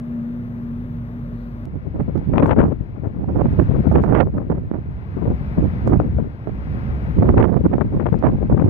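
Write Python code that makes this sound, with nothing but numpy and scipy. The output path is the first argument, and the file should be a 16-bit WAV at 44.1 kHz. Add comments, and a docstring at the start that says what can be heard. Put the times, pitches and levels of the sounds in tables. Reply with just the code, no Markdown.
"""A small stereo microphone on a ship. First, sheltered in the wheelhouse, machinery hums over room noise. At
1.65 s a dry tick sounds and the scene changes to the open deck. Gusts sweep eddies over each port separately;
the faster the air, the higher the buffeting reaches. Sudden jets pop the diaphragm, amid dry crackles. Between
the gusts, engine rumble, sea wash and a thin hiss swell and sink together to the end."""
import sys
import numpy as np
from scipy import signal
from scipy.fft import rfft, irfft
from scipy.io import wavfile
from scipy.ndimage import uniform_filter1d

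SR = 44100
rng = np.random.default_rng(int(sys.argv[2]) if len(sys.argv) > 2 else 0)


def to_wav(sig):
    """Store sig (one row per channel, or 1-D mono) as 16-bit WAV at the path in sys.argv[1].

    Samples outside -1..1 are clipped; the rate is SR.
    """
    pcm = np.clip(np.atleast_2d(sig), -1, 1) * 32767
    pcm = np.round(pcm).astype(np.int16)
    wavfile.write(sys.argv[1], SR, pcm.T)  # frames by channels


N = 383229
TIME_S = np.arange(N) / SR
ON_DECK_S = 1.6547
PORT_LAG_S = .0003   # travel time between the ports
LEFT, RIGHT = 1, -1


def from_db(db):
    return 10 ** (np.asarray(db) / 20)


def unit_rms(x):
    return x / np.sqrt(np.mean(x ** 2) + 1e-20)


def butter(x, order, hz, kind="low"):
    return signal.sosfilt(signal.butter(order, hz, kind, fs=SR, output="sos"), x)


def in_time(rows):
    """One per-sample curve for each column after the time."""
    times_s, *columns = np.transpose(rows)
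    return [np.interp(TIME_S, times_s, column) for column in columns]


def at_hz(points, hz):
    """A spectrum read on a log-frequency axis."""
    points_hz, values = np.transpose(points)
    return np.interp(np.log(hz), np.log(points_hz), values)


def pan(left_right_db):
    """Left and right gains."""
    return from_db(left_right_db / 2 * np.array([[1], [-1]]))


def drift(rate_hz):
    """Slow random wander, rms 1."""
    hop, settle = 40, 2000
    pole = np.exp(-2 * np.pi * rate_hz * hop / SR)
    noise = rng.standard_normal(N // hop + settle + 2)
    slow = signal.lfilter([1], [1, -2 * pole, pole ** 2], noise)[settle:]
    return np.interp(np.arange(N) / hop, np.arange(len(slow)), unit_rms(slow))


def wavering_tone(hz, width_hz, waver_db):
    """A sine whose phase and level wander."""
    phase = 2 * np.pi * (hz * TIME_S + rng.random()) + 1.9 * drift(width_hz)
    return np.sqrt(2) * from_db(waver_db * drift(3.9)) * np.sin(phase)


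def outdoors():
    """0 inside, 1 on deck; 4 ms crossfade."""
    return np.clip((TIME_S - ON_DECK_S) / .004, 0, 1)


# Left-right likeness of diffuse noise: (frequency [Hz], coherence [0..1])
COHERENCE = [(60, .93), (300, 0.94), (520, 0.91), (890, 1), (2000, 0.045), (4000, 0.017), (9000, 0.22),
             (15000, 0.87)]

def diffuse_noise(spectrum, balance, left_lag_s):
    """Coloured stereo noise, rms 1, alike at both ports in the bass and the top treble."""
    hz = np.maximum(np.fft.rfftfreq(N, 1 / SR), 1)
    mid, side = rfft(rng.standard_normal((2, N)))
    coherence = at_hz(COHERENCE, hz)
    mid = mid * np.exp(1j * np.pi * hz * left_lag_s * np.array([[-1], [1]]))
    pair = np.sqrt(1 + coherence) * mid + np.sqrt(1 - coherence) * side * [[1], [-1]]
    return unit_rms(irfft(pair * pan(at_hz(balance, hz)) * from_db(at_hz(spectrum, hz)), N))


# Hiss spectrum: (frequency [Hz], relative density [dB])
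HISS_SPECTRUM = [(3000, -35.5), (7000, -17), (8500, -12.5), (10000, -12), (13000, -6), (15000, -4.5),
                 (16000, -14)]
# Hiss level, also followed by the deck noise: (time [s], level [dB])
BACKGROUND_SWELL = [(0, -76), (1.654, -76), (1.656, -86.5), (2.25, -81.5), (2.6, -85.5), (3.25, -85),
                    (3.5, -76.5), (4.03, -77), (4.2, -87.5), (4.8, -84.5), (5.45, -76.5), (5.86, -75.5),
                    (5.9, -78.5), (6.38, -83), (6.75, -75.5), (7.2, -75.5), (7.45, -82.5), (8.69, -79.5)]
# Balance of hiss and deck noise: (frequency [Hz], left over right [dB])
BACKGROUND_BALANCE = [(100, -4.5), (300, 0), (800, 8.5), (2600, 10.5), (4000, 6.5), (6000, 9), (12000, 1)]

def hiss():
    """Thin treble noise that swells and sinks."""
    swell_db, = in_time(BACKGROUND_SWELL)
    return from_db(swell_db) * diffuse_noise(HISS_SPECTRUM, BACKGROUND_BALANCE, left_lag_s=0)


def rustle(at_s=1.42, spread_s=.07, hz=3800, level_db=-73):
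    """A faint, brief swell of narrow-band noise."""
    band = unit_rms(butter(rng.standard_normal(N), 2, [.92 * hz, 1.15 * hz], "band"))
    envelope = np.exp(-.5 * ((TIME_S - at_s) / spread_s) ** 2)
    return pan(4.4) * from_db(level_db) * envelope * band


# Machinery tones: (frequency [Hz], width [Hz], start level [dB], end level [dB], left over right [dB])
MACHINERY_TONES = [(48.4, 1.9, -42.5, -35.5, 1.5), (114.3, 11, -40.5, -38.5, -2.5),
                   (237.8, 1.4, -25, -36, 2.5), (597, 14, -55, -58, 9.5), (1196, 7.7, -68, -75.5, -10.5),
                   (3542, 3.0, -85, -84, 0)]
# Room noise spectrum: (frequency [Hz], relative density [dB])
ROOM_SPECTRUM = [(20, -37), (46, -25.5), (62, -13), (115, -4), (170, -8), (300, -20.5), (600, -28.5),
                 (750, -34.5), (1100, -34.5), (2000, -41.5), (3200, -54.5), (5000, -59.5), (8000, -77.5)]
# Room noise balance: (frequency [Hz], left over right [dB])
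ROOM_BALANCE = [(200, -2), (800, 8), (1700, 10), (4000, 3.5), (6000, 5)]

def wheelhouse(room_db=-32):
    """Machinery hum, a rustle, and sheltered room noise that reaches the left port first."""
    progress = np.minimum(TIME_S / ON_DECK_S, 1) ** .6
    inside = np.zeros((2, N))
    for hz, width_hz, start_db, end_db, pan_db in MACHINERY_TONES:
        tone = wavering_tone(hz, width_hz, waver_db=4.2 if hz > 400 else 2.1)
        inside += pan(pan_db) * from_db(start_db + (end_db - start_db) * progress) * tone
    inside += rustle()
    inside += from_db(room_db) * diffuse_noise(ROOM_SPECTRUM, ROOM_BALANCE, -PORT_LAG_S)
    return (1 - outdoors()) * inside


# Engine tones on deck: (frequency [Hz], width [Hz], level over hiss [dB])
ENGINE_TONES = [(64.2, 2.2, 46.5), (114.3, 13, 46)]
# Rumble and wash spectrum: (frequency [Hz], relative density [dB])
DECK_SPECTRUM = [(20, -25), (65, -13), (120, -10.5), (206, -12), (300, -22), (550, -28.5), (970, -33.5),
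                 (2170, -41), (3050, -53.5), (5000, -61), (8000, -83.5)]

def deck(wash_over_hiss_db=47):
    """Engine rumble and sea wash in the open; the noise reaches the right port first."""
    swell_db, = in_time(BACKGROUND_SWELL)
    engine = sum(from_db(db) * wavering_tone(hz, width_hz, waver_db=.5)
                 for hz, width_hz, db in ENGINE_TONES)
    wash_gain = from_db(wash_over_hiss_db + .32 * drift(2.3))
    wash = wash_gain * diffuse_noise(DECK_SPECTRUM, BACKGROUND_BALANCE, PORT_LAG_S)
    return outdoors() * from_db(swell_db) * (engine + wash)


def tick(peak_db=-33, decay_s=.0004):
    """A step that dies at once, where inside turns to outside."""
    age_s = TIME_S - ON_DECK_S
    return from_db(peak_db) * (age_s >= 0) * np.exp(-np.abs(age_s) / decay_s)


# Dry crackles: (time [s], gain [dB], left over right [dB], upper edge [Hz])
DRY_CRACKLES = [(.575, -64, 2, 5000), (2.177, -49.5, -11, 5000), (2.458, -60, 16, 8500),
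                (2.4659, -55, 15, 11000), (2.481, -58, 18, 8500), (3.923, -56, -16, 9000),
                (4.0253, -58, -14, 7570), (4.038, -55.5, -13, 8500), (4.097, -61, -14, 6450),
                (5.8752, -46, -11, 8500), (6.001, -60, 13, 7983), (8.187, -50, 5, 5800)]

def crackles():
    """Short bright ticks, each with a faint gritty tail."""
    track = np.zeros((2, N + SR))
    age_s = np.arange(round(.05 * SR)) / SR
    envelope = np.exp(-age_s / .0025) + .3 * np.exp(-age_s / .014)
    for at_s, gain_db, pan_db, top_hz in DRY_CRACKLES:
        grit = butter(rng.standard_normal(len(age_s)) * envelope, 3, [1500, top_hz], "band")
        start = round(at_s * SR)
        track[:, start:start + len(grit)] += pan(pan_db) * from_db(gain_db) * grit
    return track[:, :N]


# Jets inside the gusts: (time [s], relative level [dB], pop pitch [Hz], port [+1 left, -1 right])
AIR_JETS = [(2.345, -22, 399.8, 1), (2.381, -6.5, 851, 1), (2.395, -16, 580, 1), (2.425, -14, 612, -1),
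            (2.458, -12, 652, 1), (2.483, -16, 493, 1), (2.494, -11, 850, 1), (2.509, -11, 650, 1),
            (2.53, -13, 783, 1), (2.564, -18.5, 402.5, 1), (2.589, -9, 778, 1), (2.615, -13, 699.4, 1),
            (3.455, -18.5, 499, -1), (3.766, -21.5, 393.2, 1), (3.916, -19.5, 394, -1),
            (3.983, -19.5, 399, 1), (4.038, -8, 850.5, -1), (4.078, -22, 450.6, -1),
            (4.149, -10, 542.4, -1), (4.202, -8, 700.2, -1), (4.5, -13, 280, -1), (4.714, -13.5, 279.1, -1),
            (5.213, -26, 402.1, 1), (5.875, -8.5, 599.7, -1), (5.898, -20, 350.4, -1),
            (5.931, -20, 449.6, -1), (6.0, -7, 478.1, 1), (6.018, -20.5, 501, 1), (6.184, -20.5, 401.4, 1),
            (6.472, -21.5, 450.4, -1), (7.211, -21, 451.2, -1), (7.226, -17, 452.1, -1),
            (7.376, -12.5, 584.8, 1), (7.428, -10, 551, -1), (7.483, -19.5, 401, -1),
            (7.526, -21, 449.8, -1), (7.542, -15, 599.8, -1), (7.566, -14, 550, -1),
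            (7.646, -18.5, 347.5, 1), (7.738, -18, 652, -1), (7.782, -13, 450.4, 1), (7.809, -12, 555.3, 1),
            (8.058, -14, 599.5, 1), (8.064, -12, 799.3, 1), (8.142, -16, 599.4, 1),
            (8.226, -12.5, 650.3, -1), (8.25, -12, 704, -1), (8.576, -16.5, 502.8, 1),
            (8.597, -17.5, 449.6, 1)]

def jets(port, pop_db=11, rise_s=.00043, decay_cycles=.47, kick_per_khz=7.0, kick_s=.004):
    """Each jet pops the diaphragm and briefly kicks up the air speed, more so for sharp jets."""
    pops, kicks = np.zeros((2, N + SR))
    age_s = np.arange(round(.04 * SR)) / SR
    polarities = rng.choice([-1, 1], len(AIR_JETS))
    for (at_s, level_db, hz, struck_port), polarity in zip(AIR_JETS, polarities):
        if struck_port == port:
            span = slice(round(at_s * SR), round(at_s * SR) + len(age_s))
            envelope = np.minimum(age_s / rise_s, 1) * np.exp(-age_s * hz / decay_cycles)
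            pops[span] += polarity * from_db(level_db + pop_db) * envelope * np.sin(2 * np.pi * hz * age_s)
            kicks[span] += kick_per_khz * hz / 1000 * from_db(level_db) * np.exp(-age_s / kick_s)
    return pops[:N], kicks[:N]


# Relative pressure swing of the breeze: (time [s], left [dB], right [dB])
BREEZE_SWING = [(1.6, -47, -51), (1.68, -35, -30), (1.86, -20, -33), (2.26, -28.5, -25), (2.39, -14, -22),
                (2.94, -30, -37.5), (3.4, -21.5, -25.5), (3.59, -26, -18.5), (3.82, -14, -20),
                (4.15, -24, -15), (4.37, -18, -26), (4.83, -31.5, -29), (5.13, -30, -28),
                (5.27, -22, -33.5), (5.65, -22, -26), (5.91, -22.5, -17.5), (6.2, -16.5, -24),
                (6.37, -44.5, -41), (6.5, -29.5, -23), (7.01, -24.5, -26.5), (7.31, -13, -10.5),
                (7.48, -33.5, -14), (7.78, -22, -30), (8.65, -15.5, -21)]
# Gusts: (start [s], length [s], relative pressure swing [dB], air speed [m/s], port [+1 left, -1 right])
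PORT_GUSTS = [(1.661, 0.024, -29, 6.62, -1), (1.724, 0.049, -26, 5.02, -1), (1.841, 0.023, -26.5, 6.5, 1),
              (1.936, 0.027, -21, 7.23, -1), (1.95, 0.045, -24, 6.87, 1), (1.994, 0.014, -17, 12.2, -1),
              (2.078, 0.028, -22, 7.04, 1), (2.148, 0.034, -17, 7.5, -1), (2.19, 0.043, -23.5, 5.13, 1),
              (2.265, 0.064, -15, 4.07, -1), (2.331, 0.1, -12.5, 11.06, 1), (2.367, 0.032, -22.5, 7.6, -1),
              (2.415, 0.034, -15, 11.84, -1), (2.453, 0.087, -13, 11.85, 1),
              (2.479, 0.047, -22.5, 10.95, -1), (2.56, 0.072, -11.5, 10.5, 1), (2.561, 0.12, -18, 7.85, -1),
              (2.657, 0.073, -19, 8.18, 1), (2.807, 0.024, -26, 4.86, 1), (2.945, 0.026, -28, 8.1, 1),
              (3.023, 0.066, -23.5, 7.44, 1), (3.139, 0.035, -24.5, 5.67, 1), (3.186, 0.061, -20, 6.39, -1),
              (3.276, 0.021, -23.5, 5.34, 1), (3.278, 0.047, -18.5, 7.32, -1), (3.326, 0.045, -18, 3.61, 1),
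              (3.351, 0.063, -13, 8.64, -1), (3.428, 0.023, -18, 6.12, 1), (3.45, 0.017, -18.5, 10.46, -1),
              (3.528, 0.023, -22, 5.46, -1), (3.586, 0.043, -12, 6.25, -1), (3.687, 0.032, -14, 6.1, 1),
              (3.738, 0.041, -16.5, 9.3, 1), (3.783, 0.074, -23, 3.46, -1), (3.837, 0.033, -13.5, 8.2, 1),
              (3.908, 0.068, -11.5, 7.83, -1), (3.945, 0.016, -16.5, 10.26, 1),
              (3.975, 0.029, -16, 12.1, 1), (4.033, 0.075, -13.5, 9.32, -1), (4.097, 0.021, -27, 9.57, 1),
              (4.119, 0.11, -10.5, 11.44, -1), (4.15, 0.035, -12.5, 16.5, -1),
              (4.257, 0.022, -20, 10.43, 1), (4.335, 0.048, -20, 7.06, -1), (4.367, 0.067, -22, 8.56, 1),
              (4.457, 0.08, -22, 4.63, 1), (4.499, 0.035, -20, 7.5, -1), (4.55, 0.036, -24.5, 10.54, -1),
              (4.727, 0.04, -24, 9.46, -1), (5.166, 0.022, -25.5, 9.24, 1), (5.216, 0.017, -17.5, 6.91, 1),
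              (5.248, 0.068, -17.5, 6.12, 1), (5.27, 0.05, -19, 4.81, -1), (5.573, 0.022, -16, 6.48, -1),
              (5.575, 0.022, -12.5, 6.95, 1), (5.615, 0.042, -8.5, 4.83, -1), (5.839, 0.089, -18, 5.93, 1),
              (5.87, 0.091, -13, 6.8, -1), (5.989, 0.083, -23, 5.4, -1), (5.996, 0.012, -15, 7.17, 1),
              (6.028, 0.016, -24, 9.15, 1), (6.177, 0.037, -15.5, 6.2, 1), (6.241, 0.038, -24.5, 4.5, 1),
              (6.464, 0.033, -17.5, 7.34, -1), (7.172, 0.027, -13, 5.18, -1), (7.212, 0.045, -16, 6.03, 1),
              (7.221, 0.085, -9, 9.1, -1), (7.281, 0.046, -18, 4.69, 1), (7.318, 0.033, -13.5, 6.34, -1),
              (7.367, 0.048, -15, 10.66, 1), (7.371, 0.083, -7.5, 14.46, -1), (7.473, 0.028, -15, 8.66, -1),
              (7.521, 0.06, -15.5, 8.45, -1), (7.594, 0.017, -14.5, 4.41, 1), (7.636, 0.03, -15.5, 6.97, 1),
              (7.641, 0.024, -12, 7.86, -1), (7.695, 0.029, -19, 6.44, 1), (7.715, 0.046, -17, 8.6, -1),
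              (7.778, 0.014, -19, 8.9, 1), (7.806, 0.014, -17, 11.4, 1), (7.835, 0.022, -19, 4.43, -1),
              (7.903, 0.081, -19, 5.27, -1), (7.913, 0.039, -18.5, 7.15, 1), (7.994, 0.029, -19, 12.5, 1),
              (8.057, 0.031, -17, 9.78, 1), (8.123, 0.031, -10, 6.49, 1), (8.232, 0.04, -9.5, 11.85, -1),
              (8.28, 0.018, -17.5, 9.5, 1), (8.302, 0.036, -14.5, 7.5, -1), (8.338, 0.037, -23.5, 6.8, 1),
              (8.4, 0.041, -17.5, 6.2, 1), (8.492, 0.031, -12, 7.05, -1), (8.506, 0.041, -13, 5.95, 1),
              (8.569, 0.054, -16, 10.6, 1), (8.633, 0.05, -15, 7.55, -1), (8.649, 0.029, -17.5, 4.05, 1)]

def airflow(port, breeze_m_per_s=2.3, rise_s=.012, decay_s=.018):
    """Pressure swing and air speed at a port: each gust displaces the breeze, holds, then gives way."""
    swing_db = in_time(BREEZE_SWING)[0 if port == LEFT else 1]
    log_speed = np.full(N, np.log(breeze_m_per_s))
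    for start_s, length_s, gust_db, gust_m_per_s, struck_port in PORT_GUSTS:
        if struck_port == port:
            span = slice(round((start_s - rise_s) * SR), round((start_s + length_s + 10 * decay_s) * SR))
            age_s = TIME_S[span] - start_s
            attack = np.clip(age_s / rise_s + .5, 0, 1)
            share = attack * np.exp(-np.maximum(age_s - length_s, 0) / decay_s)
            swing_db[span] += share * (gust_db - swing_db[span])
            log_speed[span] += share * (np.log(gust_m_per_s) - log_speed[span])
    return from_db(swing_db), np.exp(log_speed)


def eddy_row(steps_per_eddy):
    """Pressure along a frozen row of eddies, rms 1: mostly smooth, with a few sharp fronts."""
    fronts_db = 3.34 * np.sqrt(200) * uniform_filter1d(rng.standard_normal(3 * N), 200, mode="wrap")
    stirring = from_db(fronts_db) * rng.standard_normal(3 * N)
    eddy_pole, fine_pole = np.exp(-2 * np.pi / steps_per_eddy), .915
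    row = signal.lfilter([1], [1, -2 * eddy_pole, eddy_pole ** 2], stirring)
    smoothing = [.97, 0, .0012, 1, -2 * fine_pole, fine_pole ** 2]   # removes the finest swirls
    return unit_rms(signal.sosfilt([smoothing] * 2, row))


def buffeting(port, eddy_m=.025, steps_per_eddy=400):
    """Eddies are dragged past the port: air speed sets how fast their pressure pattern is read."""
    swing, steady_m_per_s = airflow(port)
    row = eddy_row(steps_per_eddy)
    flutter = .08 * drift(20) + .16 * drift(65)
    pops, kicks = jets(port)
    speed_m_per_s = steady_m_per_s * np.exp(flutter) * (1 + kicks)
    position = np.cumsum(steps_per_eddy * speed_m_per_s / eddy_m / SR) % (len(row) - 1)
    pressure = np.interp(position, np.arange(len(row)), row)
    return swing * from_db(10 * flutter + 1.6 * drift(52)) * pressure + pops


def wind(drive_db=1.3, shared_bass=.25, saturation=.93):
    """Buffeting loses deep bass and gains thump in the ports; the diaphragm saturates; treble is cut."""
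    pressure = from_db(drive_db) * np.array([buffeting(LEFT), buffeting(RIGHT)])
    pressure += shared_bass * butter(pressure, 2, 111)[::-1]   # large eddies press on both ports
    pressure = butter(pressure, 3, 52, "high")
    pressure += .52 * butter(pressure, 1, [130, 340], "band")   # thump
    diaphragm = pressure / (1 + np.abs(pressure / saturation) ** 4) ** (1 / 4)
    return butter(butter(diaphragm, 1, 2800), 4, 3500)


def scene():
    """Inside first, then outside in the wind."""
    return wind() + crackles() + tick() + wheelhouse() + deck() + hiss()


def record(dry):
    """Clip just under full scale, then a steep low-pass."""
    cutoff_hz = 15750
    limited = np.clip(dry, -.97, .97)
    return signal.sosfilt(signal.ellip(12, .5, 70, cutoff_hz, fs=SR, output="sos"), limited)


dry = scene()
out = record(dry)
to_wav(out)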